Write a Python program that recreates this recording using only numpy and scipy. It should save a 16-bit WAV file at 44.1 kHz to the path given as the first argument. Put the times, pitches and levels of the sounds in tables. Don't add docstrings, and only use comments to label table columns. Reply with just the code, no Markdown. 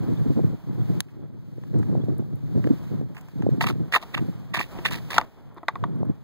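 import sys
import numpy as np
from scipy import signal
from scipy.fft import rfft, irfft
from scipy.io import wavfile
from scipy.ndimage import map_coordinates

SR = 44100
rng = np.random.default_rng(int(sys.argv[2]) if len(sys.argv) > 2 else 0)


def store_pcm(level_fs):
    pcm = np.round(np.clip(level_fs, -1, 1) * 32767).astype(np.int16)
    wavfile.write(sys.argv[1], SR, np.atleast_2d(pcm).T)


N = 275095


def from_db(db):
    return 10 ** (np.asarray(db) / 20)


def rms_one(x):
    return x / np.sqrt(np.mean(x ** 2) + 1e-20)


def in_time(rows):
    s, *columns = np.transpose(rows)
    return [np.interp(np.arange(N) / SR, s, column) for column in columns]


def band(x, low_hz, high_hz, order=2):
    return signal.sosfilt(signal.butter(order, [low_hz, min(high_hz, .45 * SR)], "band", fs=SR, output="sos"), x)


def drift(rate_hz):
    r = np.exp(-16 * np.pi * rate_hz / SR)
    noise = rng.standard_normal(N // 8 + 2002)
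    slow = signal.lfilter([1], [1, -2 * r, r * r], noise)[2000:]
    return np.interp(np.arange(N) / 8, np.arange(len(slow)), rms_one(slow))


def ring(clicks, hz, t60):
    r, w = from_db(-60 / (t60 * SR)), 2 * np.pi * hz / SR
    return signal.lfilter([0, np.sin(w)], [1, -2 * r * np.cos(w), r * r], clicks + 1e-18)


def add(out, s, piece):
    i = round(s * SR)
    out[i:i + len(piece)] += piece[:N - i]


def puff(t60, low_hz, high_hz, size=4000):
    dying = from_db(-60 * np.arange(size) / SR / t60)
    burst = band(rng.standard_normal(size) * dying, low_hz, high_hz)
    return burst / np.sqrt(8 * (high_hz - low_hz) / SR)


def coloured(spectrum, alike):
    hz, level_db = np.transpose(spectrum)
    log_hz = np.log(np.fft.rfftfreq(N, 1 / SR) + 1)
    shape = from_db(np.interp(log_hz, np.log(hz), level_db, -60, -60))
    shared, left, right = irfft(rfft(rng.standard_normal((3, N))) * shape, N)
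    return rms_one(np.sqrt(alike) * shared + np.sqrt(1 - alike) * np.array([left, right]))


# (time [s], length [s], first level [dB], last level [dB],
#   grit relative [dB], upper modes relative [dB])
DRAGS = [(3.611, 0.032, -14.5, -27.5, -17, -11.5), (3.667, 0.042, -24.5, -36, -11.5, -10.5),
         (3.924, 0.026, -31.5, -33.5, -4, 3), (3.95, 0.0099, -29.5, -17.5, -6.5, -5.5),
         (4.016, 0.018, -41, -37, -11.5, -18), (4.147, 0.0064, -22, -46, -12.5, 0),
         (4.172, 0.0053, -29, -29, -26, -7.5), (4.542, 0.031, -33.5, -34.5, -4, 5.5),
         (4.596, 0.039, -26.5, -45.5, -9, -1), (4.788, 0.0056, -41, -52, -30, -2),
         (4.852, 0.031, -29.5, -44, -3, 4.5), (4.91, 0.076, -34.5, -49, -3, -4),
         (5.105, 0.073, -34, -31, -7, -9), (5.198, .025, -25, -38.5, -29, -23),
         (5.565, 0.018, -48.5, -38, -26, -25)]
LAND_DB_PER_S, LIFT_DB_PER_S = 3507, 1098
GRIT_FOLLOWS = 0.61


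def skid_gains():
    gains, t = np.zeros((3, N)), np.arange(N) / SR
    for s, length_s, first_db, last_db, grit_db, upper_db in DRAGS:
        fade_db = np.interp(t, [s, s + length_s], [0, last_db - first_db])
        landing_db = LAND_DB_PER_S * np.maximum(s - t, 0)
        lifting_db = LIFT_DB_PER_S * np.maximum(t - s - length_s, 0)
        layers_db = [fade_db, fade_db + upper_db, GRIT_FOLLOWS * fade_db + grit_db]
        gains += from_db(first_db - landing_db - lifting_db + layers_db)
    return from_db(2.6 * drift(98) - 1.0) * gains


# (frequency [Hz], level [dB], ring time to -60 dB [s])
POLE_MODES = [(331, -6, 0.054), (570, -9, 0.022), (719, -1, 0.036), (882, -3, 0.05), (970, -0.5, 0.04),
              (1080, 1.5, .035), (1157, -1, .035), (1274, -2, 0.03), (1450, -6, 0.012), (1813, -2, 0.018),
              (1965, 0.5, 0.02), (2323, -1.5, 0.013), (2685, -1.5, 0.015), (3650, -9, .014)]
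CATCHES_PER_S, CATCH_SPREAD_DB = 600, 5


def skids(lower_gain, upper_gain):
    body = np.zeros((2, N))
    caught = rng.random(N) < CATCHES_PER_S / SR
    catches = caught * from_db(CATCH_SPREAD_DB * np.minimum(rng.exponential(1, N), 3))
    for hz, level_db, t60 in POLE_MODES:
        mode = rms_one(ring(catches * rng.standard_normal(N), hz, t60))
        body[int(hz > 1500)] += from_db(.3 * level_db) * mode
    lower, upper = rms_one(body[0]), rms_one(body[1])
    return lower_gain * from_db(-10.5) * lower + upper_gain * from_db(3.5) * upper


def grit(gain):
    sizes = from_db(2.5 * np.minimum(rng.exponential(1, (2, N)), 5))
    grains = rng.standard_normal((2, N)) * sizes * (rng.random((2, N)) < 9000 / SR)
    middle = rms_one(band(grains, 2900, 4600, order=1))
    top = rms_one(band(grains, 5600, 24000))
    return gain * from_db(-2.5) * rms_one(middle + from_db(-7.0) * top)


# (time [s], level [dB], crack relative [dB], ring relative [dB], tilt [dB per octave])
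BLOWS = [(3.612, -12.5, -16, -18, 2.5), (3.639, -10.5, -16.5, -21, -2.5), (3.668, -13, -24, -35, -0.5),
         (3.7, -13, -23, -23.5, 1), (3.923, -17, -13, -36, -1), (3.949, -0.5, -34, -58, -1),
         (3.956, -14, -30, -28, 1.5), (3.962, -10.5, -22, -11.5, 4), (4.032, -30.5, -8, -11, -2.5),
         (4.144, -18, -27, -33, 0), (4.177, -15, -19, -28, -1), (4.541, -13.5, -14, -17, -0.5),
         (4.571, -17.5, -14, -14.5, -2), (4.601, -19.5, -15, -10.5, -2), (4.788, -30.5, -33, -11.5, -13),
         (4.853, -19, -25, -19, 0), (4.911, -26.5, -15, -11.5, -2), (5.108, -18, -9.5, -28, 4.5),
         (5.142, -16, -13.5, -27.5, -6), (5.163, -14.5, -18.5, -16.5, -2), (5.181, 5, -16, -22, 1),
         (5.193, -30, -28, -30, -13), (5.212, -18, -18.5, -14.5, -2), (5.57, -38.5, -21, -10.5, -11.5),
         (5.631, -30.5, -37, -11.5, -8.5), (5.683, -10.5, -15.5, -12.5, 3), (5.755, -21, -29, -16, -1),
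         (5.839, -9, -47, -23.5, -2.5)]


def knocks():
    out, click = np.zeros(N), np.eye(1, 4000)[0]
    spread_db = rng.normal(0, 2.5, (len(BLOWS), len(POLE_MODES)))
    detune = rng.normal(1, .025, spread_db.shape)
    t = np.arange(4000) / SR
    for (s, level_db, _, ring_db, tilt_db), own_db, shift in zip(BLOWS, spread_db, detune):
        thud_hz = 1250 * from_db(0.62 * tilt_db)
        thud = np.sin(2 * np.pi * thud_hz * t) * np.exp(-((t - .0012) / 0.0025) ** 2)
        thump = puff(0.07, 120, 520)
        modes = np.zeros(4000)
        for k, (hz, mode_db, t60) in enumerate(POLE_MODES):
            strength = from_db(mode_db + own_db[k] + tilt_db * np.log2(hz / 1000))
            modes += (-1) ** k * strength * ring(click, hz * shift[k], t60)
        rattle = from_db(-6.5 + tilt_db) * puff(0.06, 500, 1940)
        blow = from_db(-14.0) * thud + from_db(-22.5) * thump + from_db(ring_db) * (modes + rattle)
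        add(out, s, from_db(level_db) * blow)
    return out


def cracks():
    out = np.zeros((2, N))
    for s, level_db, crack_db, _, _ in BLOWS:
        for port in out:
            crack = puff(.011, 2800, 5500) + from_db(-6) * puff(.007, 6000, 16500)
            add(port, s + .0007, from_db(level_db + crack_db) * crack)
    return out


# (time [s], level [dB], decay to -60 dB [s], treble relative [dB])
FOOTFALLS = [(1.084, -47.5, 0.11, -19), (1.636, -34, 0.015, -20), (1.7417, -35, 0.016, -11),
             (1.786, -52, 0.084, 8), (1.8273, -29, 0.027, -25), (2.6419, -24, 0.01, -31),
             (2.672, -26, 0.017, -20), (2.873, -43, 0.073, -12), (3.1468, -38.5, 0.12, -9),
             (3.1672, -26, 0.022, -18), (3.1777, -35, 0.085, -7), (3.21, -43, .03, 3),
             (3.2844, -35, 0.021, -10), (3.4216, -23.5, 0.021, -22)]


def steps():
    out = np.zeros(N)
    for s, level_db, t60, treble_db in FOOTFALLS:
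        step = puff(t60, 660, 2160) + from_db(treble_db) * puff(t60, 2500, 23000)
        add(out, s, from_db(level_db - 7.5) * step)
    return out


# (time [s], level [dB])
NEAR_SNAPS = [(1.0045, -8.5), (1.0038, -33)]


def snap():
    near = np.zeros(N)
    for s, level_db in NEAR_SNAPS:
        tick = from_db(-11.5) * puff(0.0083, 900, 1800) + puff(0.0082, 2600, 5000)
        tick += from_db(-2.0) * puff(0.0082, 3700, 22500)
        add(near, s, from_db(level_db) * tick)
    return np.array([near, from_db(-9) * np.roll(near, -5)])


# (time [s], level [dB])
FAINT_TICKS = [(2.182, -40), (2.357, -47), (5.5448, -51), (5.6311, -51), (5.9595, -49), (5.9888, -54.5),
               (6.053, -50)]


def ticks():
    out = np.zeros((2, N))
    for s, level_db in FAINT_TICKS:
        add(out[1], s, from_db(level_db - 2) * puff(0.0087, 8000, 14000))
    return out


# (time [s], delay at the right port [ms])
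DIRECTION = [(0, 0.11), (3.6, 0.14), (4.5, 0.14), (5.2, 0.1), (5.6, .03), (6.24, 0.027)]


def open_air(x):
    late_ms, = in_time(DIRECTION)
    right = map_coordinates(x, [np.arange(N) - late_ms * SR / 1000], order=3)
    tails = [from_db(-60) * puff(.25, 400, 5000, size=12000) for port in "LR"]
    return np.array([x, right]) + [signal.fftconvolve(x, tail)[:N] for tail in tails]


# (time [s], depth [dB])
FAR_DIPS = [(1.009, 11.5), (3.017, 5.5), (5.252, 6.5)]


def dips():
    t = np.arange(N) / SR
    recovery_s = 0.56
    return sum(depth_db * (t > s) * np.exp(-np.abs(t - s) / recovery_s) for s, depth_db in FAR_DIPS)


# (time [s], right port level [dB], left port relative [dB])
GUSTS = [(0, -27.5, 2.5), (.3, -23, -4.5), (.4, -19, -16), (.53, -26.5, 4), (.61, -45, -18),
         (.69, -36, 10.5), (.82, -28, -4), (.96, -24, -6.5), (1.06, -43.5, -7), (1.14, -32, -6.5),
         (1.58, -42, 7.5), (1.8, -21, -8), (2.2, -21, -5.5), (2.215, -30.5, 4), (2.28, -34.5, 2.5),
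         (2.535, -28, -3), (2.56, -19.5, -31), (2.72, -21.5, -23), (2.79, -45, 11.5), (2.94, -27.5, 1.5),
         (3.0, -18, -19), (3.06, -32.5, -3), (3.3, -43, -9), (3.45, -17, -31), (3.55, -21.5, -25),
         (3.83, -23, -15), (4.05, -65, 3), (4.13, -47, 7), (4.2, -19, -35), (4.45, -42, 5), (4.6, -33, -11),
         (4.68, -56, 13), (4.93, -28, -12), (5.06, -48, 11.5), (5.19, -38.5, 2), (5.25, -69, -3),
         (5.5, -42.5, -4), (5.63, -52.5, -7), (5.86, -23.5, -31), (5.92, -31, -20), (6.02, -18, -26),
         (6.11, -28, -26), (6.16, -44.5, -5), (6.24, -50.5, 5)]
# (time [s], level [dB], length [ms])
PORT_BUFFETS = [(0.392, -10, 0.78), (0.442, -11.5, 2.3), (1.582, -24, 1.4), (1.952, -12.5, 0.72),
                (2.084, -14, 1.26), (2.224, -26, 0.74), (2.672, -8.5, 1.3), (4.921, -26, 1.8),
                (3.012, -18, 1.1), (3.466, -4.5, 0.94), (3.49, -8, 1.5), (3.546, -19, 1.8),
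                (6.03, -13.5, 0.57)]
BUFFET_HZ = 318
BASS_DIP_SHARE = 0.5


def wind():
    ports, (right_db, left_db) = [], in_time(GUSTS)
    for level_db in (right_db + left_db, right_db):
        lumps_db = 3.3 * np.minimum(drift(30), 1.5)
        low = rms_one(band(rng.standard_normal(N) * from_db(lumps_db), 95.0, 168.4))
        edge = band(rng.standard_normal(N) * from_db(2.7 * lumps_db), 180, 331.5)
        edge = rms_one(band(edge, 91, 620))
        edge_db = -5 + 0.34 * (level_db + 18)
        gust = from_db(-BASS_DIP_SHARE * dips()) * low + from_db(edge_db) * edge
        ports.append(from_db(level_db + 1.77 * drift(10.6)) * gust)
    t = np.arange(800) / SR - .004
    for s, level_db, length_ms in PORT_BUFFETS:
        swing = np.sin(2 * np.pi * BUFFET_HZ * (t + .004))
        eddy = swing * np.exp(-(t * 1000 / length_ms) ** 2)
        add(ports[1], s - .003, from_db(level_db) * eddy)
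    return signal.sosfilt(signal.butter(2, 85, "high", fs=SR, output="sos"), ports)


# (time [s], first pitch [Hz], last pitch [Hz], level [dB])
BIRD_CALLS = [(.163, 3330, 3780, -54), (.8, 3200, 3500, -58), (2.008, 3320, 3420, -56)]


def bird():
    out, share = np.zeros(N), np.linspace(0, 1, int(0.021 * SR))
    for s, first_hz, last_hz, level_db in BIRD_CALLS:
        phase = 2 * np.pi * np.cumsum(first_hz + (last_hz - first_hz) * share) / SR
        add(out, s, from_db(level_db) * np.sin(np.pi * share) * np.sin(phase))
    return out


# (time [s], low layer level [dB], high layer level [dB])
FAR_LEVELS = [(0, -43.5, -60.5), (.4, -46, -60.5), (.62, -48, -68), (1, -44.5, -58.5), (1.3, -49, -69.5),
              (1.85, -58, -62), (2.35, -56.5, -69), (2.7, -50, -59), (3.0, -47, -65), (3.5, -47, -62.5),
              (3.9, -46, -64.5), (4.16, -43, -57.5), (4.5, -49, -68), (4.73, -40.5, -55.5),
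              (5.15, -42, -58.5), (5.6, -45.5, -73.5), (5.8, -43, -68), (6.24, -49, -73)]
# (frequency [Hz], level [dB per Hz])
TRAFFIC_SPECTRUM = [(20, 6), (60, 4.5), (200, 0), (500, -11.5), (1000, -17), (2000, -30.5), (3500, -31.5)]
# (frequency [Hz], level [dB per Hz])
HISS_SPECTRUM = [(1200, 3), (2500, 1), (4000, -1), (6000, -7), (9000, -12.5), (13000, -9.5), (15700, -5)]


def background():
    low_db, high_db = in_time(FAR_LEVELS)
    rumble = from_db(low_db + 2.2 * drift(9)) * coloured(TRAFFIC_SPECTRUM, alike=0.66)
    hiss = from_db(high_db + 1.1 * drift(42)) * coloured(HISS_SPECTRUM, alike=0.014)
    return from_db(-dips()) * (rumble + hiss)


def scene():
    lower_gain, upper_gain, grit_gain = skid_gains()
    through_air = open_air(skids(lower_gain, upper_gain) + knocks() + steps() + bird())
    pole_edges = grit(grit_gain) + cracks()
    return through_air + pole_edges + snap() + ticks() + wind() + background()


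STEER_SAMPLES, STEER_SHARE = 16, .985
CUTOFF_HZ = 17000


def record(dry):
    delayed = np.pad(dry[::-1], ((0, 0), (STEER_SAMPLES, 0)))[:, :N]
    steered = np.clip(dry - STEER_SHARE * delayed, -1, 1)
    return signal.sosfilt(signal.cheby2(16, 95, CUTOFF_HZ, fs=SR, output="sos"), steered)


dry = scene()
out = record(dry)
store_pcm(out)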